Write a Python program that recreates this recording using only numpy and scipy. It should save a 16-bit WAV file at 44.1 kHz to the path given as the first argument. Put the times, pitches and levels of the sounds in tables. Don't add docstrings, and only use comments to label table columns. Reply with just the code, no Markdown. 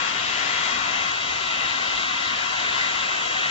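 import sys
import numpy as np
from scipy import signal
from scipy.fft import rfft, irfft
from scipy.io import wavfile
from scipy.ndimage import uniform_filter1d

SR = 44100
rng = np.random.default_rng(int(sys.argv[2]) if len(sys.argv) > 2 else 0)


def voltage_ratio(decibels):
    exponent = np.asarray(decibels, float) / 20
    return 10 ** exponent


def to_wav(s):
    ch = np.atleast_2d(s).T
    pcm = np.round(np.clip(ch, -1, 1) * 32767)
    wavfile.write(sys.argv[1], SR, pcm.astype(np.int16))


N = 154350

# time_s, pitch_hz, level_db
PUFFS = [
    (0.5, 130, -47),
    (0.75, 240, -42),
    (0.8, 70, -50.5),
    (1.33, 80, -43.5),
    (1.64, 45, -51),
    (1.96, 45, -48),
    (2.27, 60, -52.5),
    (3.46, 150, -43),
]
# time_s, pitch_hz, level_db
BLADE_TONE = [(0.0, 3312, -34), (0.15, 3299, -36.5), (0.79, 3312, -37.5), (0.87, 3276, -36.5),
              (1.05, 3290, -34.5), (1.09, 3304, -39.5), (1.5, 3263, -39.5), (1.52, 3264, -33.5),
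              (1.55, 3264, -38.5), (2.58, 3288, -37.5), (3.48, 3275, -42), (3.5, 3255, -34)]
# shaft_order, left_db, right_db, left_lead_rad
SHAFT_ORDERS = [(1, -18.5, -19.5, 0.15), (4, -2.5, -12, 3.2), (5, -3, -6.5, .8), (6, -15, -16.5, 2.4),
                (12, 0, -3, 5.44), (20, -19.5, -18, 1.4)]
# pitch_hz, level_db_per_hz
JET_HISS = [(400, -31.5), (1000, -10.5), (2100, -8), (3000, -10.5), (4500, -15.5), (6000, -16.5),
            (7500, -19)]
# time_s, flow_db, jet_level_db at both ports
SWEEP = [(0.0, -30, 0.5), (0.13, -31.5, 2.5), (0.53, -29.5, -0.5), (0.8, -30, 0), (1.2, -31, -4),
         (1.6, -31, -4), (2.0, -30.5, -4), (2.5, -31, 0), (2.8, -30, -1.5), (3.2, -31, -4), (3.5, -30, -5)]
# pitch_hz, level_db_per_hz
LEFT_RUSH = [(25, -21), (250, -13.5), (500, -9), (1000, -3), (2600, -2), (3900, -6), (5000, -12.5),
             (7500, -14)]
# pitch_hz, level_db_per_hz
RIGHT_RUSH = [(25, -22), (250, -13.5), (900, -10), (1600, -11), (2600, -2.5), (3900, -9.5), (4400, -22),
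              (7500, -15.5)]
# pitch_hz, likeness_0_to_1
LIKENESS = [(200, 1), (350, 0.74), (1500, 0.32), (1800, 0.95), (2380, 0.92), (2750, 0.33), (3600, .8),
            (4200, 0)]
# pitch_hz, left_lead_rad
LEFT_LEAD = [(200, 0.02), (400, 2.39), (900, 2.87), (2350, 3.34), (2700, 4.44), (3000, 5.6), (3600, 5.9),
             (4200, 7.4)]
# pitch_hz, width_hz, left_db, right_db
RESONANCES = [(737, 132, -1, -12.5), (1081, 220, 0, -15.5), (1220, 100, -9, -14.5), (1540, 180, -3.5, -20),
              (1845, 280, 2, 1.5), (2190, 470, -3.5, -5.5), (2710, 290, -8.5, -8.5), (3780, 440, -4.5, -11),
              (4550, 510, -11, -33), (5550, 370, -14.5, -26)]
# pitch_hz, width_hz, left_db, right_db
DIPS = [(845, 59, -5, -0.5), (950, 58, 2, -2.5), (1751, 67, -5.5, 0.5), (2028.3, 65, 3.5, -8),
        (2310, 61, -1.5, -1.5), (3470, 100, -2, -3), (4080, 110, -5, -3), (5000, 440, -0.5, -6)]
# pitch_hz, extra_left_lead_rad, extra_right_db
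TURNED_AWAY = [(1000, -0.5, 0), (1510, 0.4, -4), (1850, 0.95, -5), (2100, 0.4, -8.5), (2540, 0.7, 0),
               (2940, 0.35, 1.5), (3640, 1.1, 2.5), (4050, 2.5, 3.5)]
# time_s, share_0_to_1
TURN_SHARE = [(0.0, 0.73), (0.6, 0.92), (0.9, .4), (1.2, 0.06), (1.6, 0.23), (2.0, 0.05), (2.8, 0.06),
              (3.5, 0.01)]
# pitch_hz, edge_db against neighbouring bands
MUTE_EDGE = [(200, -21.5), (600, -13.5), (1500, -13.5), (2000, -11), (2400, -11), (3300, -9), (4500, -12.5),
             (7500, -15.5)]
# time_s, edge_rise_db
MUTE_RISE = [(0.0, 1.7), (0.2, 1.5), (0.55, 0.5), (0.8, 2.5), (1.05, 0.3), (1.2, 4), (1.33, 0), (1.46, 2.5),
             (1.7, 0.3), (2.03, 2.5), (2.25, 2.5), (2.38, 1.5), (2.54, 5), (2.65, 1.5), (2.92, 0.4),
             (3.15, 2.5), (3.32, 2.5), (3.5, 1)]


def curve(table, col):
    table = np.array(table, float)
    return np.interp(np.arange(N) / SR, table[:, 0], table[:, col])


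def shape(table, hz, col=1):
    table = np.array(table, float)
    return np.interp(np.log(hz), np.log(table[:, 0]), table[:, col])


def walk(rate_hz):
    hold = int(SR / rate_hz)
    steps = np.repeat(rng.standard_normal(N // hold + 1), hold)
    smooth = uniform_filter1d(uniform_filter1d(steps, hold), hold)
    return 1.3 * smooth[:N]


def flutter(spectra, hz, slow_db, quick_db):
    out = 0
    place = 3 * np.log2(hz / 25)
    for band in range(26):
        share = np.clip(1 - abs(place - band), 0, 1)
        wander_db = slow_db * walk(2.39) + quick_db * walk(14)
        out = out + irfft(spectra * share, N) * voltage_ratio(wander_db)
    return out


def peak(hz, centre_hz, width_hz):
    return 1 / (1 + (2 * (hz - centre_hz) / width_hz) ** 2)


def puffs():
    t = np.arange(N) / SR
    puff_s = 0.021
    out = 0
    for start, hz, db in PUFFS:
        swell = np.exp(-((t - start) / puff_s) ** 2 / 2)
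        out = out + voltage_ratio(db) * swell * np.sin(2 * np.pi * hz * (t - start))
    return out


def motor():
    blades, mains_hz, mains_db, sideband_db = 12, 100.4, -64, -48.5
    shaft_hz = curve(BLADE_TONE, 1) / blades * (1 + 0.00089 * walk(25))
    turn = 2 * np.pi * np.cumsum(shaft_hz) / SR
    buzz = 2 * np.pi * mains_hz * np.arange(N) / SR
    out = voltage_ratio(mains_db + 2.3 * walk(6)) * np.sin(buzz) * np.ones((2, 1))
    for order, left_db, right_db, lead in SHAFT_ORDERS:
        size = voltage_ratio(curve(BLADE_TONE, 2) + 3 + 2.7 * walk(7.9))
        left = voltage_ratio(left_db) * np.sin(round(order) * turn)
        right = voltage_ratio(right_db) * np.sin(round(order) * turn - lead)
        out = out + size * np.array([left, right])
    out[1] += voltage_ratio(sideband_db + 1.5 * walk(5)) * 2 * np.sin(5 * turn) * np.cos(buzz)
    return out


def jet(hz):
    port_db = [[0], [-9]]
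    noise = rfft(rng.standard_normal((2, N))) * voltage_ratio(shape(JET_HISS, hz)) * voltage_ratio(port_db)
    return flutter(noise, hz, slow_db=0.8, quick_db=2.5) * voltage_ratio(curve(SWEEP, 2))


def rush(hz):
    flow, own_flow, ringing = rfft(rng.standard_normal((3, N)))
    like = np.clip(shape(LIKENESS, hz), 0, 1)
    late = np.exp(-1j * shape(LEFT_LEAD, hz))
    ring_power, dip_db = 0, 0
    for centre, width, left_db, right_db in RESONANCES:
        ring_power = ring_power + (voltage_ratio([[left_db], [right_db]]) * peak(hz, centre, width)) ** 2
    for centre, width, left_db, right_db in DIPS:
        dip_db = dip_db + np.array([[left_db], [right_db]]) * peak(hz, centre, width)

    left = voltage_ratio(shape(LEFT_RUSH, hz)) * flow + 0j
    right = voltage_ratio(shape(RIGHT_RUSH, hz)) * (like * flow * late + np.sqrt(1 - like ** 2) * own_flow)
    ring = np.sqrt(ring_power) * ringing * np.array([np.ones_like(late), late])
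    left, right = voltage_ratio(dip_db) * (np.array([left, right]) + ring)

    turned = right * np.exp(-1j * shape(TURNED_AWAY, hz)) * voltage_ratio(shape(TURNED_AWAY, hz, col=2))
    left, right, turned = flutter(np.array([left, right, turned]), hz, slow_db=0.62, quick_db=1.0)
    share = np.clip(curve(TURN_SHARE, 1), 0, 1)
    return np.array([left, (1 - share) * right + share * turned])


def scene():
    hz = np.maximum(np.arange(N // 2 + 1) * SR / N, 10)
    flow_gain = voltage_ratio(curve(SWEEP, 1) + 7.5 + 9.5)
    return (rush(hz) + jet(hz)) * flow_gain + motor() + puffs()


def mute_faint(pair, edge_db, own):
    hz, t, z = signal.stft(pair, SR, "cosine", nperseg=2048)
    power = uniform_filter1d(abs(z[:, :1024]) ** 2, size=2, axis=2)
    band = abs(power.reshape(2, 256, 4, -1).mean(axis=2)) + 1e-20
    around = uniform_filter1d(band if own else band.max(axis=0), size=7, axis=-2)
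    wander = uniform_filter1d(rng.standard_normal(band.shape), size=2, axis=2) * 1.44
    wander_db = 2.5 * wander
    rise_db = curve(MUTE_RISE, 1)[np.minimum(t * SR, N - 1).astype(int)]
    edge = edge_db(hz[2:1024:4, None]) + rise_db
    keep = np.clip(10 * np.log10(band / abs(around)) - edge - wander_db, 0, 1)
    keep[:, :2] = 1
    gain = np.pad(np.repeat(keep, 4, axis=1), ((0, 0), (0, 1), (0, 0)))
    return signal.istft(z * gain, SR, "cosine", nperseg=2048)[1][:, :N]


def band_limit(x):
    return signal.sosfilt(signal.butter(12, 8830, fs=SR, output="sos"), x)


def record(dry):
    top_cut = signal.ellip(12, 0.3, 90, 7490, fs=SR, output="sos")
    cut = signal.sosfilt(top_cut, dry)
    left, right = mute_faint(cut, lambda hz: -9.5, own=True)
    mid_side = np.array([left + right, left - right]) / 2
    mid, side = mute_faint(mid_side, lambda hz: shape(MUTE_EDGE, hz), own=False)
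    return band_limit(np.array([mid + side, mid - side]))


dry = scene()
out = record(dry)
to_wav(out)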